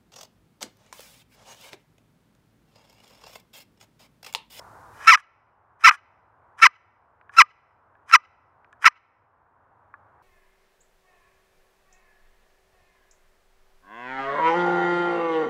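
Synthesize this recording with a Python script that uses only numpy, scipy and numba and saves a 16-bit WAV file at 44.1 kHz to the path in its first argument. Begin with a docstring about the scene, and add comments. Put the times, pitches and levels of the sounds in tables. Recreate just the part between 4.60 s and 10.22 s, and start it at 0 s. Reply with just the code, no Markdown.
"""Open woods, a wooden box call close to a small camera: six strokes of the chalked lid across the rim.
The lid sticks and slips about a thousand times a second; force pulses, grit and knocks ring box and lid modes.
Trees send back a faint echo, made of decaying noise. Behind lie far road noise and a low engine hum, both
filtered noise, and a faint bright hiss up to the first stroke. The camera's gain control ducks at peaks and
creeps back up."""
import sys
import numpy as np
from scipy import signal
from scipy.fft import rfft, irfft
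from scipy.io import wavfile
from scipy.ndimage import uniform_filter1d
from numba import njit

SR = 44100
rng = np.random.default_rng(int(sys.argv[2]) if len(sys.argv) > 2 else 0)


def file_out(sig):
    """Save sig as 16-bit WAV at sys.argv[1]."""
    # one column per channel
    cols = np.atleast_2d(sig).T
    # limit, then scale
    lim = np.clip(cols, -1, 1)
    pcm = np.round(lim * 32767).astype(np.int16)
    wavfile.write(sys.argv[1], SR, pcm)


def amplitude_ratio(level_db):
    """Convert a level in decibels to the matching linear amplitude (field) ratio."""
    exponent = np.asarray(level_db, float) / 20
    return 10 ** exponent


N = 248028
TIME = np.arange(N) / SR

# strokes of the lid: (grips [s], fastest slipping [s], slowest slipping [s], lifts [s])
STROKE_TIMES = [(.470, .492, .537, .558), (1.235, 1.254, 1.281, 1.298), (2.014, 2.035, 2.063, 2.071),
                (2.764, 2.784, 2.812, 2.822), (3.521, 3.536, 3.556, 3.563), (4.252, 4.261, 4.278, 4.284)]


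def unit(x):
    """Scale to an rms of one."""
    return x / np.sqrt(np.mean(x ** 2))


def resonance(x, hz, width_hz):
    """Two-pole band-pass, gain 1 at the centre."""
    return signal.lfilter(*signal.iirpeak(hz, hz / width_hz, fs=SR), x)


def distance():
    """Smooth far road noise, shaped in the spectrum, and a low wavering engine hum: narrow-band noise."""
    # far road noise: (frequency [Hz], relative spectral density [dB])
    road_spectrum = [(15, -46), (25, -25), (95, -7), (176, -21), (326, -16.5), (558, -13), (952, -5),
                     (1500, -12.5), (2200, -29.5), (3000, -42), (4500, -55.5), (15000, -58)]
    road_db = -49.5
    hum_hz, hum_width_hz, hum_db = 97, 22, -62
    hz, db = np.transpose(road_spectrum)
    bins_hz = np.fft.rfftfreq(N, 1 / SR) + 1  # +1 keeps the log finite
    tilt = amplitude_ratio(np.interp(np.log(bins_hz), np.log(hz), db))
    road = irfft(rfft(rng.standard_normal(N)) * tilt, N)
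    hum = resonance(rng.standard_normal(N), hum_hz, hum_width_hz)
    return amplitude_ratio(road_db) * unit(road) + amplitude_ratio(hum_db) * unit(hum)


def opening_hiss():
    """Faint bright background hiss up to the first stroke: broadly filtered noise."""
    # hiss: (time [s], level [dB])
    hiss_level = [(0, -68.5), (.3, -68.5), (0.378, -63), (.46, -63.5), (0.481, -97)]
    centre_hz, width_hz = 5850, 8900
    s, db = np.transpose(hiss_level)
    hiss = resonance(rng.standard_normal(N), centre_hz, width_hz)
    return unit(hiss) * amplitude_ratio(np.interp(TIME, s, db)) * (TIME < s[-1])


def swell(s, db):
    """Gain along (s, dB) points, -200 dB outside them."""
    return amplitude_ratio(np.interp(TIME, s, db, left=-200, right=-200))


def grit():
    """Chalk grating: dense irregular micro-slips of different size, loudest as the lid bites."""
    # each stroke: (first touch [s], sliding [relative dB], at the bite [relative dB], rubbing [relative dB])
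    grating = [(.33, -29, -17, -32), (1.19, -27, -15.5, -33), (1.97, -24, -17, -34.5),
               (2.71, -27, -12.5, -30.5), (3.46, -21, -18, -30.5), (4.20, -17, -13.5, -21)]
    # short scrapes at or after the end of a stroke: (time [s], length [s], level [relative dB])
    end_scrapes = [(0.573, .028, -21.5), (1.315, .035, -15.5), (4.283, 0.0066, -29.5)]
    touch_db, leave_db = -54.5, -24.5
    slide_in_s, bite_s, leave_s, gone_s = .026, .009, .005, .009
    scrape_rise_s, scrape_fall_s = .012, .023
    gain = np.zeros(N)
    for (touch, slide_db, bite_db, rub_db), (grip, fast, slow, lift) in zip(grating, STROKE_TIMES):
        s = [touch, grip - slide_in_s, grip, grip + bite_s,
             (fast + slow) / 2, slow, lift - leave_s, lift + gone_s]
        db = [touch_db, slide_db, slide_db, bite_db, rub_db, rub_db, leave_db, touch_db]
        gain += swell(s, db)
    for start, length, level_db in end_scrapes:
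        end = start + length
        gain += swell([start - scrape_rise_s, start, end, end + scrape_fall_s],
                      [touch_db, level_db, level_db, touch_db])
    grain_size = amplitude_ratio(2.5 * rng.exponential(size=N))
    grains = rng.standard_normal(N) * grain_size * (rng.random(N) < .3)
    return 4 * unit(grains) * gain


def knocks():
    """Single catches and knocks on box and lid; a longer contact is a duller push."""
    # blows: (time [s], level [relative dB], nominal contact [ms], share to the lid rather than the box [0-1])
    blows = [(.458, -22.5, .2, 0.6), (.467, -17.5, .2, 0.2), (.473, -5, .15, 0.63), (0.574, 3, .3, 1),
             (1.104, -39, .3, 1), (1.227, -13.5, .3, 0.4), (1.31, 14.5, .35, 0.3), (2.001, -9.5, .3, 0.4),
             (2.612, -28, .3, 0.1), (2.694, -12, .35, 1), (3.353, -25.5, 0.36, 1), (3.513, -3.5, .2, 0),
             (3.518, -21, .2, 0.3), (4.045, -26.5, .25, .3), (4.128, -19.5, .1, 0.9),
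             (4.242, -3, 0.26, 0.1), (4.244, 8, .3, 0.1), (4.252, 0, .2, 0), (5.339, -5, 0.63, 0.67)]
    force = np.zeros((2, N))  # rows: box, lid
    for s, db, contact_ms, lid_share in blows:
        push = np.hanning(int(contact_ms * SR / 1000) + 3)
        push = 30 * amplitude_ratio(db) * push / push.sum()
        force[:, int(s * SR):][:, :len(push)] += np.outer([1 - lid_share, lid_share], push)
    return force


def stroke_controls(grip, fast, slow, lift, bite_share, fast_db, slow_db, lock, lateness):
    """Slip rate, pressure, patterns and unevenness through one stroke."""
    # slip rate climbs, sags slowly, then faster, and flattens out at the bottom;
    # it rebounds, and catches high again if the lid stays on
    grip_hz, fast_hz, slow_hz, rebound_hz, recatch_hz = 1254, 1356.8, 972.6, 1073, 1292
    rebound_s, recatch_s, lift_s = .004, .009, .004
    # pressure builds in two steps (relative to the fastest), fades after the rebound, drops at the lift
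    grip_db, bite_db, fade_db_per_s, lift_db = -27.5, -9, 450.5, -38
    # threes set in above a slip rate, twos on the rebound
    third_above_hz, third_spread_hz = 1285, 35
    third_recatch, second_rebound = .23, .9
    uneven_grip, uneven_bite, uneven_rub, uneven_end = .3, .16, .083, .57
    uneven_per_third = .12

    t = np.arange(grip, lift, 1 / SR)
    bite = grip + bite_share * (fast - grip)
    rebound, recatch = slow + rebound_s, slow + recatch_s
    climb = np.minimum((t - grip) / (fast - grip), 1)
    sag_progress = np.clip((t - fast) / (slow - fast), 0, 1) ** lateness
    sag = np.sin(np.pi / 2 * sag_progress) ** 2
    hz = grip_hz + (fast_hz - grip_hz) * np.sin(np.pi / 2 * climb) - (fast_hz - slow_hz) * sag
    hz = hz + np.interp(t, [slow, rebound, recatch], [0, rebound_hz - slow_hz, recatch_hz - slow_hz])

    db = np.interp(t, [grip, bite, fast, slow], [fast_db + grip_db, fast_db + bite_db, fast_db, slow_db])
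    db = db - fade_db_per_s * np.maximum(t - rebound, 0)
    db = db + lift_db * np.clip(1 - (lift - t) / lift_s, 0, 1)

    locked = lock * climb * np.clip((hz - third_above_hz) / third_spread_hz, 0, 1)
    third = np.where(t < slow, locked, third_recatch * np.interp(t, [rebound, recatch], [0, 1]))
    second = second_rebound * np.interp(t, [slow, rebound, recatch], [0, 1, 0])
    uneven = np.interp(t, [grip, bite, fast, slow, recatch],
                       [uneven_grip, uneven_bite, uneven_rub, uneven_rub, uneven_end])
    return t, hz, db, third, second, uneven + uneven_per_third * third


def clicks(seconds, sizes):
    """Band-limited impulses placed between samples."""
    at = np.asarray(seconds)[:, None] * SR
    index = np.floor(at).astype(int) + np.arange(-7, 9)
    shape = np.sinc(index - at) * np.cos(np.pi * (index - at) / 16) ** 2
    return np.bincount(index.ravel(), (shape * np.asarray(sizes)[:, None]).ravel(), N)


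def slips(*stroke):
    """One force pulse per slip; the lid can lock into patterns of three or two slips."""
    t, *controls = stroke_controls(*stroke)
    turns = np.cumsum(controls[0]) / SR
    k = np.arange(1, int(turns[-1]))
    at = np.interp(k, turns, t)
    hz, db, third, second, uneven = (np.interp(at, t, c) for c in controls)
    size_chance, time_chance = rng.standard_normal((2, len(k)))
    pattern = third * (3 * (k % 3 == 0) - 1) + second * (-1.) ** k
    size = (1 + uneven * size_chance) * amplitude_ratio(db) * SR / (2 * hz)
    at = at + .12 * uneven * time_chance / hz
    return np.array([clicks(at, size), clicks(at, size * pattern)])


def yelps():
    """Slip force; the strong-weak pattern couples to the middle wall modes, weakly above and below them."""
    # the hand in each stroke: (bites at share of the climb [0-1], pressure when fastest [relative dB],
    # when slowest [relative dB], lock on every third slip [factor], lateness of the sag [exponent])
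    hand_moves = [(.4, 14, 15, 1.2, 1.4), (0.2, 12, 14.5, 1, 1.4), (0.4, 13, 16, 1.3, 1.3),
                  (1, 14, 16, 0.028, 1.5), (0.9, 16, 15, 0.36, 1.2), (0.3, 17.5, 16, 1.3, 1.2)]
    pattern_low_hz, pattern_top_hz = 1350, 3700
    even, pattern = sum(slips(*stroke, *hand) for stroke, hand in zip(STROKE_TIMES, hand_moves))
    band = signal.butter(2, [pattern_low_hz, pattern_top_hz], "band", fs=SR, output="sos")
    return even + signal.sosfiltfilt(band, pattern)


def wood(force, modes):
    """Thin wood rings in its modes, neighbours out of phase, and radiates little below the lowest."""
    low_hz = 776
    ring = np.zeros(N)
    for k, (hz, width_hz, db) in enumerate(modes):
        ring += (-1) ** k * amplitude_ratio(db) * resonance(force, hz, width_hz)
    return signal.sosfilt(signal.butter(8, low_hz, "high", fs=SR, output="sos"), ring)


def box(force):
    """Force on the box rings its resonances."""
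    # box modes: (frequency [Hz], width [Hz], gain [dB])
    box_modes = [(1073, 450, -9.5), (1210.4, 38, -1), (1270, 190, -5.5), (1594, 219, 0), (1756.4, 230, -5),
                 (1893, 304, -2), (2413.6, 160, -4), (2550, 160, -7), (2929, 240, -11.5), (3234, 690, -21),
                 (4230, 140, -19), (4210, 330, -27.5), (4930, 300, -18.5), (5300, 200, -16.5),
                 (5876, 140, -16.5), (6630, 640, -31.5), (7920, 130, -37), (10100, 11000, -54),
                 (13000, 8000, -51.5)]
    return wood(force, box_modes)


def lid(force):
    """Force on the loose lid rings its resonances."""
    # lid modes: (frequency [Hz], width [Hz], gain [dB])
    lid_modes = [(1120, 59, -6), (1430, 51, -6), (1700, 75, 3), (1720, 56, -2.5), (2310, 230, -22.5),
                 (3860, 400, -36), (6400, 1500, -31.5), (10300, 4500, -38.5)]
    return wood(force, lid_modes)


def woods(x):
    """Scattered returns from trunks and branches, a few clumps stronger, treble lost on the way."""
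    # echoes from trunks, over a diffuse tail: (delay [s], level [relative dB])
    trunks = [(0.048, -52), (0.098, -48.5)]
    tail_db, t60_s, rise_s, clump_s, dull_hz = -54, .9, .027, .0034, 4000  # tail_db relative
    t = TIME[:SR]
    shape = amplitude_ratio(tail_db - 60 * t / t60_s) * np.minimum(t / rise_s, 1)
    for delay_s, db in trunks:
        shape = shape + amplitude_ratio(db) * np.exp(-((t - delay_s) / clump_s) ** 2)
    reply = rng.standard_normal(len(t)) * shape / 20
    reply = signal.sosfilt(signal.butter(2, dull_hz, fs=SR, output="sos"), reply)
    return signal.fftconvolve(x, reply)[:N]


def scene():
    """The call, its echo, the opening hiss and the far background."""
    grit_into_box = .45
    background = distance() + opening_hiss()
    scrape = grit()
    on_box, on_lid = knocks()
    call = box(yelps() + grit_into_box * scrape + on_box) + lid(scrape + on_lid)
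    return (call + woods(call) + background)[None]


@njit
def peak_follower(x, limit, attack, recovery):
    """Rises fast on peaks over the limit, sinks back slowly."""
    y, peak = np.empty(len(x)), limit
    for i in range(len(x)):
        if abs(x[i]) > peak:
            peak += attack * (abs(x[i]) - peak)
        else:
            peak = max(limit, peak * recovery)
        y[i] = peak
    return y


def top_cut(x):
    """Nothing passes above the cut-off."""
    return signal.sosfilt(signal.butter(12, 15900, fs=SR, output="sos"), x)


def record(dry):
    """Gain control that looks a little ahead, clipping of what overshoots, top cut."""
    limit_db, recovery_db_per_s = -1, 8.5
    attack_s, look_ahead_s, top_hz = .001, .004, 15900
    peak = peak_follower(dry[0], amplitude_ratio(limit_db), 1 / (attack_s * SR), amplitude_ratio(-recovery_db_per_s / SR))
    ahead = int(look_ahead_s * SR)
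    peak_ahead = np.append(peak[ahead:], peak[-ahead:])
    gain = uniform_filter1d(amplitude_ratio(limit_db) / peak_ahead, ahead)
    clipped = np.clip(dry[0] * gain, -1, 1)
    mix = signal.sosfilt(signal.ellip(8, .2, 70, top_hz, fs=SR, output="sos"), clipped)
    return top_cut(mix[None])


dry = scene()
out = record(dry)
file_out(out)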